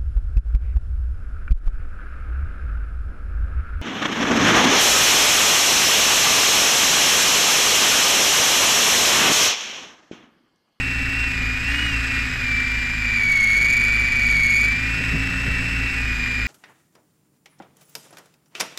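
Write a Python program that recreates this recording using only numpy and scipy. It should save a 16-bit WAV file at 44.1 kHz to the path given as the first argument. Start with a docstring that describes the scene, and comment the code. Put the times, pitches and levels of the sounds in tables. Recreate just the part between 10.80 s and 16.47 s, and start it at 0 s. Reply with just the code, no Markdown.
"""A small electric helicopter with two counter-rotating rotors flies over a lawn, close to the microphone.
At first two gear whines, one per motor and rotor, stand apart; near 1 s only the true-running one leaps up.
Both sink until about 2.6 s, where the blade throb nearly vanishes, then climb again past 4 s.
Rotor wash puffs at the microphone at 2.8 s and from 4.2 to 4.7 s, when the chop of the blades is strongest.
Throughout, tooth knocks rasp in the plastic frame, motors hum, and the loudest whine overloads the microphone."""
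import sys
import numpy as np
from scipy import signal
from scipy.fft import rfft, irfft, next_fast_len
from scipy.io import wavfile
from scipy.ndimage import uniform_filter1d

SR = 44100
rng = np.random.default_rng(int(sys.argv[2]) if len(sys.argv) > 2 else 0)


def pcm_store(signal):
    """Save signal as 16-bit PCM."""
    levels = np.round(np.clip(np.atleast_2d(signal), -1, 1) * 32767)
    wavfile.write(sys.argv[1], SR, levels.astype(np.int16).T)


N = 250047
GEAR_TEETH, PINION_TEETH = 90, 10


def from_db(db):
    """Decibels to gain."""
    return 10 ** (np.asarray(db) / 20)


def rms_one(x):
    """Scale to unit power."""
    return x / np.sqrt(np.mean(x ** 2) + 1e-20)


def in_time(rows):
    """Columns of a curve at every sample."""
    seconds, *columns = np.transpose(rows)
    return [np.interp(np.arange(N) / SR, seconds, column) for column in columns]


def at_pitch(rows, hz):
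    """Level of a whine at its present tooth rate."""
    return np.interp(hz, *np.transpose(rows))


def drift(rate_hz):
    """Slow chance of spread 1: noise through a two-pole lowpass, made at an eighth of the sample rate."""
    r = np.exp(-16 * np.pi * rate_hz / SR)
    noise = rng.standard_normal(N // 8 + 4002)
    slow = signal.lfilter([1], [1, -2 * r, r * r], noise)[4000:]   # skip the filter's start
    return np.interp(np.arange(N) / 8, np.arange(len(slow)), rms_one(slow))


def tone(cycles):
    """A sine of rms 1 on a running count of cycles."""
    return np.sqrt(2) * np.sin(2 * np.pi * cycles)


def blurred(cycles, width_hz):
    """A narrow band of noise that rides on a tone."""
    angle = 2 * np.pi * cycles
    return np.sin(angle) * drift(width_hz) + np.cos(angle) * drift(width_hz)


def colour(x, spectrum):
    """Give a sound a smooth spectrum; rms 1."""
    hz, db = np.transpose(spectrum)
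    size = next_fast_len(N + SR // 10)
    bins = np.maximum(np.arange(size // 2 + 1) * SR / size, 1)
    gain = from_db(np.interp(np.log(bins), np.log(hz), db))
    return rms_one(irfft(rfft(x, size) * gain, size)[:N])


def resonance(x, hz, width_hz):
    """One two-pole resonance with gain 1 on top."""
    r = np.exp(-np.pi * width_hz / SR)
    feedback = [1, -2 * r * np.cos(2 * np.pi * hz / SR), r * r]
    return signal.lfilter(np.array([1, 0, -1]) * (1 - r * r) / 2, feedback, x)


# Colour of the rotor wash and breeze. Each row: frequency in Hz, relative level in dB per Hz.
WASH_COLOUR = [(15, 4), (35, 0.5), (90, 1.5), (190, -5.5), (280, -8.5), (400, -13.5), (700, -21.5),
               (1200, -22.5), (4000, -52)]


def breeze():
    """Steady air noise behind everything, with the colour of the wash."""
    return from_db(-40.5) * colour(rng.standard_normal(N), WASH_COLOUR)


# Puffs of rotor wash on the microphone. 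Each row: time of the peak in seconds, peak level in dB.
PUFFS = [(2.82, -34), (4.2, -30.5), (4.35, -27), (4.68, -28)]
# Colour of those puffs. Each row: frequency in Hz, relative level in dB per Hz.
PUFF_COLOUR = [(40, -8), (150, 6.5), (320, -10.5), (500, -10), (900, -27), (4000, -48), (12000, -65)]


def wash_puffs(slaps):
    """Wash reaches the microphone in short bell-shaped swells of noise, pulsed by the blade slaps."""
    t = np.arange(N) / SR
    swells = sum(from_db(db) * np.exp(-((t - peak_s) / 0.027) ** 2) for peak_s, db in PUFFS)
    return swells * colour(rng.standard_normal(N) * slaps, PUFF_COLOUR)


# Chop of the crossing blades. Each row: time in seconds, level in dB before a steady 2 dB cut.
CHOP_LEVEL = [(0.0, -33.5), (1.6, -34.5), (1.9, -37.5), (2.65, -36), (2.85, -34), (4.0, -34), (4.7, -29.5),
              (5.0, -33), (5.67, -35.5)]


def blade_chop(turns, slaps):
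    """Blades of the two rotors cross four times a turn, chopping the air and pulsing the wash."""
    chop = tone(4 * turns + 0.016 * drift(6.7)) + from_db(-8) * blurred(6 * turns, 2.7)
    wash = colour(rng.standard_normal(N) * slaps, WASH_COLOUR)
    return from_db(in_time(CHOP_LEVEL)[0] - 2.0) * (chop + wash)


# Throb of the stronger rotor. Each row: time in seconds, level in dB.
THROB_LEVEL = [(0.0, -30.5), (1.3, -29.5), (2.3, -32.5), (2.55, -49), (2.8, -31), (4.0, -30), (5.67, -28.5)]
SECOND_ROTOR_DB, HEAD_START_TURNS = -6.5, .115


def blade_throb(first, second, turns):
    """Each rotor throbs twice a turn; the two beat at the difference of their blade rates."""
    blades = tone(2 * (first + HEAD_START_TURNS)) + from_db(SECOND_ROTOR_DB) * tone(2 * second)
    return from_db(in_time(THROB_LEVEL)[0]) * blades + from_db(-39.5) * blurred(turns, 0.57)


def rotors(first, second):
    """The blades throb and chop, and their slaps pulse the wash, all timed by the rotor turns."""
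    turns = (first + second) / 2
    slaps = 1 + 0.57 * tone(4 * turns)
    return blade_throb(first, second, turns) + blade_chop(turns, slaps) + wash_puffs(slaps)


def speed_controller():
    """The speed controller sings at its switching rate and an octave above, drifting in level."""
    controller_hz = 1961
    switching = controller_hz * np.arange(N) / SR + 0.017 * drift(2.7)
    song = from_db(-40.5) * tone(switching) + from_db(-56.5) * tone(2 * switching)
    return song * from_db(2.2 * drift(17))


# Motor tones. Each row: multiple of the armature speed, then the level in dB at mean speed, before drift,
# on the smooth drive and on the wobbly drive.
MOTOR_TONES = [(1, -39.5, -45), (3, -59.5, -65.5), (4, -64, -56), (5, -60, -54.5), (7, -61, -59),
               (9, -43.5, -40.5)]


def motors(smooth, wobbly):
    """Unbalanced armatures hum and their brushes buzz, louder the faster they spin."""
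    hum = 0
    for drive, teeth in enumerate((smooth, wobbly)):
        speed = np.gradient(teeth)
        effort = (speed / speed.mean()) ** 1.65
        for order, *levels in MOTOR_TONES:
            level = from_db(levels[drive] + 2.1 * drift(6.9))
            hum += effort * level * tone(order * teeth / PINION_TEETH + 0.04 * order * drift(4.3))
    return hum


def knocks(teeth, worn_db, pinion_db, chance_db):
    """One knock a tooth; uneven teeth repeat their pattern with each turn of gear and pinion."""
    at = np.flatnonzero(np.diff(np.floor(teeth)))
    tooth = teeth[at + 1].astype(int)
    uneven_db = worn_db * rng.standard_normal(GEAR_TEETH)[tooth % GEAR_TEETH]
    uneven_db += pinion_db * rng.standard_normal(PINION_TEETH)[tooth % PINION_TEETH]
    force = from_db(uneven_db + chance_db * rng.standard_normal(N)[tooth])
    clicks = np.zeros(N)
    clicks[at] = force - force.mean()   # the even part of the force is the whine
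    return rms_one(clicks)


# Plastic frame resonances. Each row: frequency in Hz, width in Hz, relative level in dB.
FRAME = [(1441, 52, -2.5), (1888, 168, 6), (2311, 116, 1.5), (2475, 130, -0.5), (2850, 154, -4.5),
         (4040, 520, -12.5), (4540, 2100, -19)]
# Bright edge of the tooth knocks. Each row: frequency in Hz, relative level in dB per Hz.
TICK_COLOUR = [(500, -11), (1000, -4), (1300, 5.5), (3000, 1), (3600, -0.5), (4600, -1.5), (5800, -7.5),
               (6400, -6.5), (8100, -12.5), (8900, -19.5), (10800, -23.5), (12000, -24.5), (13000, -17),
               (15000, -41)]
# Overtones of the tooth rate. Each row: multiple of the rate, relative level in dB.
OVERTONES = [(2, -14), (3, -12), (4, -34.5), (5, -18)]
# Rasp of the teeth in the frame. Each row: time in seconds, level in dB before a steady 0.5 dB lift.
RASP_LEVEL = [(0.0, -30), (0.8, -29.5), (0.9, -27), (1.08, -27.5), (1.2, -28), (2.1, -30), (2.67, -29),
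              (3.4, -29), (5.67, -30)]


def rasp(smooth, wobbly):
    """Knocks ring in the frame, swelling once a turn of the wobbling gear, very slightly with smooth blades."""
    # the smooth drive's two blades add a faint swell twice a turn
    load = 1 + 0.015 * tone(2 * smooth / GEAR_TEETH) + 0.088 * tone(wobbly / GEAR_TEETH)
    smooth_knocks = knocks(smooth, worn_db=3.1, pinion_db=0.35, chance_db=3.5)
    wobbly_knocks = knocks(wobbly, worn_db=3.5, pinion_db=0.35, chance_db=2.5)
    force = load * (smooth_knocks + wobbly_knocks)
    # neighbouring resonances have opposite signs
    ring = rms_one(sum((-1) ** k * from_db(db) * resonance(force, hz, width)
                       for k, (hz, width, db) in enumerate(FRAME)))
    ticks = colour(force + 1.57 * load * rng.standard_normal(N), TICK_COLOUR)
    # loose timing smears the higher overtones more; they leave through the same frame as the ticks
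    overtones = sum(from_db(db) * (blurred(k * smooth, k * 45) + blurred(k * wobbly, k * 110))
                    for k, db in OVERTONES)
    sizzle = colour(overtones, TICK_COLOUR)
    treble = from_db(-6.5) * ticks + from_db(-14.5) * load * sizzle
    lowpass = signal.butter(10, 13400, fs=SR, output="sos")
    return from_db(in_time(RASP_LEVEL)[0] + 0.5) * (ring + signal.sosfilt(lowpass, treble))


# High metallic bands at multiples of the smooth tooth rate, alone or added to the wobbly rate. Each row:
# multiple of the smooth rate, multiple of the wobbly rate, width in Hz, greatest level in dB.
METALLIC_BANDS = [(2, 1, 55, -52), (4, 0, 230, -63), (4, 1, 240, -65.5)]
BANDS_FOLLOW = .55   # share of the smooth whine's swing in level


def metallic_edge(smooth, wobbly, smooth_db):
    """High noise bands ride on the tooth rates and swell with the true-running gear, up to a limit."""
    swell = from_db(BANDS_FOLLOW * np.minimum(smooth_db + 30.5, 0))
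    return swell * sum(from_db(db) * blurred(j * smooth + k * wobbly, width)
                       for j, k, width, db in METALLIC_BANDS)


def whine(teeth, once, twice, swell, order, rough_db, rough_hz, octave_db, fifth_db):
    """Gear tone with fifth and octave; an out-of-round wheel hurries and holds back the teeth."""
    turns = teeth / GEAR_TEETH + 0.044 * drift(1.9)
    meshing = teeth + once * tone(turns) + twice * tone(2 * turns)   # once, twice: rms in teeth
    fifth = from_db(fifth_db) * tone(3 * meshing / 2)
    octave = from_db(octave_db) * tone(2 * meshing)
    clean = tone(meshing) + fifth + octave
    tightness = 1 + swell * tone(order * turns + 1 / 4)   # the mesh binds at the same spots of every turn
    roughness = from_db(rough_db) * blurred(teeth, rough_hz)   # play between the teeth
    return clean * tightness + roughness


# Whine of the true-running gear. Each row: tooth rate in Hz, level in dB before the changes of exposure.
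SMOOTH_GEAR = [(2300, -27.5), (2390, -22.5), (2450, -26.5), (2520, -37), (2580, -43), (2660, -32),
               (2720, -25), (2770, -32), (2890, -29)]


def smooth_gear(smooth, smooth_db):
    """The true-running gear whines at its tooth rate, its mesh binding twice a turn."""
    return from_db(smooth_db) * whine(smooth, once=0.028, twice=0.037, swell=0.22, order=2,
                                      rough_db=-11.5, rough_hz=60.6, octave_db=-31.5, fifth_db=-44)


# Whine of the wobbling gear. Each row: tooth rate in Hz, level in dB before flutter and exposure.
WOBBLY_GEAR = [(2190, -17), (2290, -20), (2370, -25), (2430, -27.5), (2500, -33), (2570, -39.5)]
FLUTTER_DB, FLUTTER_WIDTH_HZ = 1.18, 8.1


def wobbly_gear(wobbly, wobbly_db):
    """The wobbling gear bites unevenly, about once a turn, so its whine flutters in level."""
    flutter_db = FLUTTER_DB * blurred(wobbly / GEAR_TEETH, FLUTTER_WIDTH_HZ)
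    return from_db(wobbly_db + flutter_db) * whine(wobbly, once=0.1, twice=0.02, swell=0.054, order=1,
                                                   rough_db=-11.5, rough_hz=57, octave_db=-26.0, fifth_db=-25.5)


# How directly both whines reach the microphone. Each row: time in seconds, change of level in dB.
EXPOSURE = [(0.0, 0), (1.7, 0), (2.3, -2), (2.5, -.5), (2.85, 1.17), (3.3, -1), (3.8, 1.56), (4.1, 0.5),
            (5.67, -0.4)]


def exposed(gears):
    """Both whines come through more or less directly as the helicopter moves about."""
    return from_db(in_time(EXPOSURE)[0]) * gears


def spin(speed, unrest):
    """Tooth rate of a drive at every sample: the rotor's inertia rounds each change of throttle."""
    inertia_s = .11
    hz = uniform_filter1d(in_time(speed)[0], size=int(inertia_s * SR), mode="nearest")
    return hz * (1 + unrest)


# Speed of the true-running gear. 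Each row: time in seconds, tooth rate in Hz before rounding and unrest.
SMOOTH_SPEED = [(0.0, 2695), (0.34, 2687), (0.41, 2737), (0.7, 2532), (0.82, 2628), (1.04, 2950),
                (1.17, 2660), (1.42, 2665), (1.52, 2510), (1.6, 2572), (2.02, 2552), (2.21, 2491),
                (2.59, 2250), (2.91, 2403), (3.36, 2444), (3.6, 2323), (3.79, 2393), (4.09, 2675),
                (5.18, 2685), (5.34, 2496), (5.67, 2528)]
# Speed of the wobbling gear. Each row: time in seconds, tooth rate in Hz before rounding and unrest.
WOBBLY_SPEED = [(0.0, 2503), (0.3, 2523), (0.7, 2403), (0.81, 2486), (1.27, 2479), (1.37, 2380),
                (1.54, 2547), (1.69, 2340), (2.17, 2386), (2.65, 2182), (2.97, 2290), (3.32, 2310),
                (3.71, 2212), (4.11, 2458), (4.57, 2568), (5.06, 2511), (5.49, 2398), (5.67, 2421)]


def scene():
    """Both drives and their rotors, heard from close by."""
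    smooth_hz = spin(SMOOTH_SPEED, .0006 * drift(8))
    wobbly_hz = spin(WOBBLY_SPEED, .0017 * drift(11))
    smooth, wobbly = np.cumsum(smooth_hz) / SR, np.cumsum(wobbly_hz) / SR   # teeth gone by
    smooth_db, wobbly_db = at_pitch(SMOOTH_GEAR, smooth_hz), at_pitch(WOBBLY_GEAR, wobbly_hz)
    air = breeze() + rotors(smooth / GEAR_TEETH, wobbly / GEAR_TEETH)
    drives = motors(smooth, wobbly) + speed_controller()
    frame = rasp(smooth, wobbly)
    edge = metallic_edge(smooth, wobbly, smooth_db)
    gears = exposed(smooth_gear(smooth, smooth_db) + wobbly_gear(wobbly, wobbly_db))
    return (air + drives + frame + edge + gears)[None]


def record(dry):
    """The microphone bends the wave a little lopsided and its amplifier clips hard; the top is cut."""
    top, bend, cutoff_hz = .248, .35, 14800
    bent = dry - bend * (dry ** 2 - np.mean(dry ** 2))
    clipped = np.clip(bent, -top, top)
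    return signal.sosfilt(signal.ellip(10, .2, 80, cutoff_hz, fs=SR, output="sos"), clipped)


dry = scene()
out = record(dry)
pcm_store(out)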